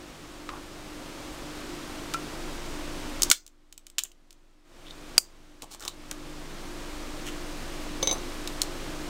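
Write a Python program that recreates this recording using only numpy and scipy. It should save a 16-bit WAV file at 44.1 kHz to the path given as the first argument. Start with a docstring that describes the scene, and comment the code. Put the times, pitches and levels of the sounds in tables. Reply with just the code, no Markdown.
"""Cracking a pecan in a small room, close to a small camera's microphone, over a steady fan and mains hum.
The metal jaws meet the nut (0.5 s) and slip, a low rumble comes up, and the shell cracks (3.3 s) and
splinters. The steel arms clap shut (5.2 s); the camera's gain control ducks everything after the big
crack and the clap, holds, and recovers. The cracker is laid down among crumbs, fingers peel the shell,
and a piece bounces on a china plate (8 s)."""
import sys
import numpy as np
from scipy import signal
from scipy.fft import rfft, irfft
from scipy.io import wavfile
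from scipy.ndimage import uniform_filter1d

SR = 44100
rng = np.random.default_rng(int(sys.argv[2]) if len(sys.argv) > 2 else 0)


def store_pcm(level_fs):
    """Save levels as 16-bit WAV."""
    pcm = np.round(np.clip(level_fs, -1, 1) * 32767).astype(np.int16)
    wavfile.write(sys.argv[1], SR, np.atleast_2d(pcm).T)


N = 400869
TIME = np.arange(N) / SR
# spectrum of breaking or rubbing shell: f/Hz, level/dB
SHELL_SPECTRUM = [(200, -5), (900, -3), (1400, 1.5), (1900, -6), (3000, -2.5), (4600, -6), (6800, -1),
                  (8500, -2.5), (10500, -6)]


def amp(db):
    """Decibels to gain."""
    return 10 ** (np.asarray(db) / 20)


def unit(x):
    """Scales to rms 1."""
    return x / np.sqrt(np.mean(x ** 2) + 1e-20)


def per_ms(x):
    """Scales a click to the energy of one millisecond at rms 1."""
    return x * np.sqrt(SR / 1000 / (np.sum(x ** 2) + 1e-20))


def read(points, hz, column=1):
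    """Interpolates a table column on a log-frequency axis."""
    table = np.transpose(points)
    return np.interp(np.log(hz + 1), np.log(table[0] + 1), table[column])


def add(mix, start_s, sound):
    """Mixes a sound in at a time."""
    part = mix[round(start_s * SR):][:len(sound)]
    part += sound[:len(part)]


def colour(x, points):
    """Minimum-phase filter from rows of f/Hz, level/dB."""
    log_gain = np.log(amp(read(points, abs(np.fft.fftfreq(2048, 1 / SR)))))
    response = np.exp(np.conj(signal.hilbert(log_gain)))
    return signal.fftconvolve(x, np.fft.ifft(response).real)[:len(x)]


def cut(x, hz, kind, order=2):
    """High-pass or low-pass filter."""
    return signal.sosfilt(signal.butter(order, hz, kind, fs=SR, output="sos"), x)


def band(x, low_hz, top_hz, order=2):
    """Keeps what lies between two edges."""
    return cut(cut(x, low_hz, "highpass", order), top_hz, "lowpass", order)


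def wander(rate_hz):
    """Slow random drift of rms 1."""
    hz = np.fft.rfftfreq(N, 1 / SR)
    return unit(irfft(rfft(rng.standard_normal(N)) * np.exp(-(hz / rate_hz) ** 2), N))


def ring(modes, size=16000):
    """Dying sines from rows of f/Hz, level/dB, t60/s."""
    t = np.arange(size) / SR
    return sum(amp(db - 60 * t / t60) * np.sin(2 * np.pi * hz * t) for hz, db, t60 in modes)


def burst(decay_ms, size=2048):
    """The dying noise of a fracture or a hit, with an even spectrum overall."""
    t_ms = np.arange(size) / SR * 1000
    fade = np.exp(-t_ms / decay_ms)
    spectrum = rfft(rng.standard_normal(size) * fade)
    return irfft(spectrum / abs(spectrum), size) * np.sqrt(fade)


def fan_air():
    """The steady rush of air from a fan."""
    # air noise: f/Hz, spectral density/dB
    spectrum = [(15, 2), (40, 9), (70, 1.5), (230, 4.5), (320, 9), (430, 3), (560, 3.5), (800, 0),
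                (1150, 0.5), (1800, -3.5), (3200, -5), (6000, -8), (10000, -10)]
    gains = amp(read(spectrum, np.fft.rfftfreq(N, 1 / SR)))
    return unit(irfft(rfft(rng.standard_normal(N)) * gains, N))


def hum(waver_rad=0.21):
    """Mains hum and fan tones, each wavering in level and phase."""
    # steady tones: f/Hz, level/dB
    tones = [(50, -14), (100, -21.5), (150, -17), (251, -18.5), (300, -8), (350, -11), (543, -25.5),
             (646, -23.5)]
    out = np.zeros(N)
    for hz, db in tones:
        level = amp(db) * np.sqrt(2) * (1 + 0.33 * wander(4.2))
        out += level * np.sin(2 * np.pi * hz * TIME + waver_rad * wander(7))
    return out


def rumble(hz=21):
    """A very low drone of rms 1 with drifting phase."""
    return np.sqrt(2) * np.sin(2 * np.pi * hz * TIME + 0.81 * wander(1.5))


def room_tone(air_db=-38, hum_db=-38.5, rumble_db=-38, early_db=-9.5, swell_at_s=2.3, rise_s=0.13):
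    """Fan and hum over a rumble that starts weak, comes up and stays."""
    early = 1 - np.clip((TIME - swell_at_s) / rise_s, 0, 1)
    return amp(air_db) * fan_air() + amp(hum_db) * hum() + amp(rumble_db + early_db * early) * rumble()


def room_tail(x, rise_s=0.0021):
    """The small room's short diffuse tail, whose top treble dies first."""
    # reverberation: f/Hz, level/dB, t60/s
    decay = [(300, -6.5, 0.22), (1200, 1.5, 0.15), (2200, -2.5, 0.17), (3300, 3.5, 0.13), (4800, -2.5, .2),
             (8030, -1, 0.17), (11000, 6, 0.077)]
    hz, t, spectra = signal.stft(rng.standard_normal(SR // 2), SR, nperseg=256)
    db, t60 = read(decay, hz)[:, None], read(decay, hz, column=2)[:, None]
    tail = signal.istft(spectra * amp(db - 60 * t / t60), SR, nperseg=256)[1]
    tail *= 1 - np.exp(-(np.arange(len(tail)) / SR / rise_s) ** 2)
    return signal.fftconvolve(x, tail / np.linalg.norm(tail))[:N]


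def with_echoes(x):
    """The direct sound, plus what the table and nearby things throw back at the microphone."""
    # first reflections: delay/s, level/dB
    reflections = [(.0027, -16.5), (.0036, -17.5), (.0072, -29), (0.015, -19.5)]
    out = x.copy()
    for delay, db in reflections:
        add(out, delay, amp(db) * x)
    return out


def rubs(grains_per_s=2500, spread_db=4.5, ring_t60=0.0044):
    """Shell edges, crumbs and jaws stick and slip in tiny grains; the fingers damp the ring."""
    # rubbing strokes: t/s, length/s, level/dB, ring f/Hz, ring share/dB
    strokes = [(0.492, 0.12, -41.5, 1090, 19), (4.041, .025, -25, 3120, 8), (4.849, 0.048, -41.5, 3470, 13),
               (4.893, 0.021, -43, 3700, 14), (5.616, 0.036, -26.5, 890, 0),
               (5.695, 0.074, -28.5, 1300, -5.5), (5.796, 0.055, -28.5, 1400, -1.5),
               (5.845, 0.023, -27, 1170, 2), (5.708, 0.046, -28, 4200, -6), (5.815, 0.068, -32, 3630, -2),
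               (5.874, .015, -22, 1030, -4.5), (6.111, 0.011, -34, 1140, 19), (7.251, 0.055, -38, 3040, -1),
               (8.068, 0.13, -41, 920, 10)]
    out = np.zeros(N)
    for s, length, db, ring_hz, ring_db in strokes:
        n = int(length * SR)
        heights = rng.standard_normal(SR)[:n]
        slips = rng.random(SR)[:n] < grains_per_s / SR
        sizes = np.minimum(rng.exponential(1, SR)[:n], 3)
        grains = heights * slips * amp(spread_db * sizes) * signal.windows.tukey(n, 0.6)
        fizz = unit(cut(colour(grains, SHELL_SPECTRUM), ring_hz, "highpass"))
        hollow = unit(signal.fftconvolve(grains, ring([(ring_hz, 0, ring_t60)], size=1024))[:n])
        add(out, s, amp(db) * unit(fizz + amp(ring_db) * hollow))
    return out


def plate_bounces(tick_db=-5, pivot_hz=6000):
    """A bouncing piece of shell ticks, rings the china and rocks the plate; sharp corners ring brighter."""
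    # landings: t/s, level/dB, tilt about the pivot/(dB per octave), thud level/dB
    bounces = [(8.0275, -28, -8, -33), (8.0292, -17, 9, -23), (8.061, -40, 26, -50),
               (8.0734, -16.5, 2, -27.5), (8.0942, -31, -10, -40), (8.1121, -19, 7, -28.5),
               (8.1275, -31, 38, -31), (8.182, -40, 9, -37)]
    # ringing china: f/Hz, level/dB, t60/s
    china_modes = [(2120, -25, 0.17), (2250, -22, 0.18), (3100, -29, 0.13), (3620, -4.5, 0.027),
                   (3860, -5, 0.068), (3920, -12, 0.13), (4540, -9, 0.017), (6165, 1, 0.07),
                   (6150, -14, 0.1), (6400, -20, .03), (7540, -23, .11), (9330, -18.5, 0.037)]
    # the plate rocking on the table: f/Hz, level/dB, t60/s
    thud_modes = [(463, -15, 0.087), (537, -2, 0.084), (724, -13, 0.066), (905, 1, 0.018),
                  (1120, -10.5, 0.043)]
    out = np.zeros(N)
    for s, db, tilt_db, thud_db in bounces:
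        tilted = [(hz, level + tilt_db * np.log2(hz / pivot_hz), t60) for hz, level, t60 in china_modes]
        tick = per_ms(band(burst(decay_ms=5), 3700, 6500, order=4))
        add(out, s, amp(db) * ring(tilted) + amp(thud_db) * ring(thud_modes))
        add(out, s, amp(db + tick_db) * tick)
    return out


def jaw_knocks():
    """The toothed jaws meet the nut, slip and jolt as it gives; the handles ring briefly in the hand."""
    # contacts: t/s, click level/dB, click low f/Hz, click top f/Hz, ring level/dB, ring f/Hz, t60/s
    contacts = [(.4908, -22, 1000, 3300, -18, 1230, 0.025), (0.501, -31, 900, 2500, -32, 1050, 0.11),
                (2.138, -18, 2000, 11000, -33, 2430, 0.11), (2.1441, -29, 600, 8000, -19.5, 1352, 0.083),
                (3.314, 12, 1500, 2400, 20, 1400, 0.0093)]
    out = np.zeros(N)
    for s, click_db, low_hz, top_hz, ring_db, ring_hz, t60 in contacts:
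        add(out, s, amp(click_db) * per_ms(band(burst(decay_ms=6.4), low_hz, top_hz)))
        add(out, s, ring([(ring_hz, ring_db, t60)]))
    return out


def arm_clap(tick_db=-9, contact_s=0.0003, ring_room_db=-28, tick_room_db=-9):
    """Steel meets steel: a hard tick and a ring the hand chokes; returns close sound and room feed."""
    # the arms clap shut: t/s, level/dB
    hits = [(5.1799, 22.5), (5.1827, 11), (5.186, 5)]
    # steel arms damped by the hand: f/Hz, level/dB, t60/s
    arm_modes = [(680, -23, 0.0051), (1060, -6.5, 0.0026), (1580, -8.5, 0.00345), (2600, -2, 0.003),
                 (3130, 2.5, 0.0018), (4740, 1.5, 0.0087), (5020, -16, 0.011), (6590, -9.5, 0.012),
                 (7340, -9.5, 0.012), (8350, 7, 0.003), (9300, -5, 0.0068)]
    # their free ends ring on faintly: f/Hz, level/dB, t60/s
    tip_modes = [(4700, -44, 0.22), (4800, -42, .22)]
    close, feed = np.zeros(N), np.zeros(N)
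    build_up = 1 - np.exp(-np.arange(2048) / SR / contact_s)
    steel = ring(arm_modes, size=2048) * build_up
    steel = cut(steel, 380, "highpass", order=4)  # thin arms radiate no bass
    for s, db in hits:
        tick = amp(tick_db) * per_ms(cut(burst(decay_ms=0.87), 6500, "highpass", order=4))
        add(close, s, amp(db) * (steel + tick))
        add(close, s, amp(db) * ring(tip_modes))
        add(feed, s, amp(db + ring_room_db) * steel + amp(db + tick_room_db) * tick)
    return close, feed


def shell_cracks(ring_t60=0.0045):
    """Each fracture snaps, rings the hollow shell and gives the air a soft push."""
    # shell and crumbs breaking: t/s, level/dB, ring f/Hz, ring share/dB, snap low f/Hz
    fractures = [(3.221, -7, 6760, -3, 3500), (3.2324, -4, 5376, -5, 4440), (3.301, -5.5, 7000, -1, 3800),
                 (3.314, 31, 3270, -6, 1492), (3.3202, 17, 6450, -13, 4760), (3.465, -6, 6560, -16, 3600),
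                 (3.4776, -10.5, 7550, -1, 2980), (3.7256, -5, 6890, -12.5, 2387),
                 (3.7782, -3.5, 7730, -2, 2600), (3.8676, -4.5, 6950, -16, 2360),
                 (3.9, -9.5, 8000, -0.5, 3010), (3.9832, 15, 3070, -4.5, 2200),
                 (3.984, 12.5, 7200, -2, 2580), (3.9903, 14.5, 3320, -7, 2920),
                 (4.0362, 12, 7030, -6, 6250), (4.117, -15, 3100, -3, 2410), (4.3072, -11, 4270, -11, 2390),
                 (4.3277, -15, 6870, -11, 3490), (4.902, -36, 3570, 1, 3000),
                 (4.909, -23.5, 3700, 15, 3050), (5.6216, -9, 3840, -6, 2000),
                 (5.797, -18.5, 5630, -6, 4600), (5.806, -16, 6000, -2, 4600), (5.824, -14, 3700, -3, 2000),
                 (5.8512, -11, 4970, -5, 2200), (5.8791, -3.5, 3860, -2.5, 2400),
                 (6.1124, -11.5, 5860, -13, 2230), (8.475, -20, 3720, -3, 2580),
                 (8.6176, -8, 4170, -3, 3900)]
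    out = np.zeros(N)
    for s, db, ring_hz, ring_db, low_hz in fractures:
        tear_ms = 3.7 * (3370 / ring_hz) ** 0.47  # a larger piece rings lower and tears for longer
        tear = colour(burst(tear_ms), SHELL_SPECTRUM)
        snap = per_ms(cut(tear, low_hz, "highpass", order=4))
        hollow = per_ms(ring([(ring_hz, 0, ring_t60)], size=2048))
        hollow = amp(ring_db) * cut(hollow, 0.88 * ring_hz, "highpass", order=4)
        push_db = -25 - 7 * np.log2(low_hz / 3000)  # small splinters have no bass and push less air
        push = amp(push_db) * per_ms(band(tear, 900, 2000))
        add(out, s, amp(db) * per_ms(snap + hollow + push))
    return out


def scene(shell_room_db=-12.5, rub_room_db=-9, jaw_room_db=-19, plate_room_db=-11):
    """Nut, cracker and plate close to one microphone, with the small room behind them."""
    shell = shell_cracks()
    arms, feed = arm_clap()
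    rubbing, jaws, china = rubs(), jaw_knocks(), plate_bounces()
    feed += amp(shell_room_db) * shell + amp(rub_room_db) * rubbing
    feed += amp(jaw_room_db) * jaws + amp(plate_room_db) * china
    close = with_echoes(shell + rubbing) + jaws + arms + china
    return (close + room_tail(feed) + room_tone())[None]


def gain_control(x, ceiling_db=-19, overload_db=-11, hold_s=0.643, creep_db_per_s=2, recovery_s=0.86):
    """Gain drops at once for a loud midrange; after an overload it only creeps up, then recovers freely."""
    hop = 44
    step_s = hop / SR
    power = uniform_filter1d(band(x, 300, 3000) ** 2, SR // 100)
    levels = np.sqrt(abs(power) + 1e-12)[::hop]
    ceiling, overload, creep = amp(ceiling_db), amp(overload_db), amp(creep_db_per_s * step_s)
    gain, held_until_s = amp(-7.5), 0.72  # the gain starts out held down
    gains = []
    for s, level in zip(TIME[::hop], levels):
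        if level > overload:
            held_until_s = s + hold_s
        gain = gain * creep if s < held_until_s else gain + (1 - gain) * step_s / recovery_s
        gain = min(gain, ceiling / level, 1)
        gains.append(gain)
    return np.interp(TIME, TIME[::hop], gains)


def record(dry, stray_hum_db=-73, stray_rumble_db=-59, clip_level=0.93, top_hz=15800):
    """The camera samples at half rate, its gain control ducks, and the loudest peaks clip."""
    # the camera's treble roll-off: f/Hz, level/dB
    treble = [(8000, 0), (10500, -1), (12500, -1.5), (15000, -3), (16000, -0.5)]
    half_rate = signal.oaconvolve(dry[0], signal.firwin(81, 10750, fs=SR), "same")[::2]
    # straight-line upsampling mirrors the treble
    mirrored = np.interp(np.arange(N), 2 * np.arange(len(half_rate)), half_rate)
    softened = colour(mirrored, treble)
    ducked = softened * gain_control(softened)
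    # a little hum and rumble stay even at the lowest gain
    stray = amp(stray_hum_db) * hum() + amp(stray_rumble_db) * rumble()
    clipped = np.clip(ducked + stray, -clip_level, clip_level)
    band_limit = signal.firwin(301, top_hz, window=("kaiser", 9), fs=SR)
    return signal.oaconvolve(clipped, band_limit, "same")[None]


dry = scene()
out = record(dry)
store_pcm(out)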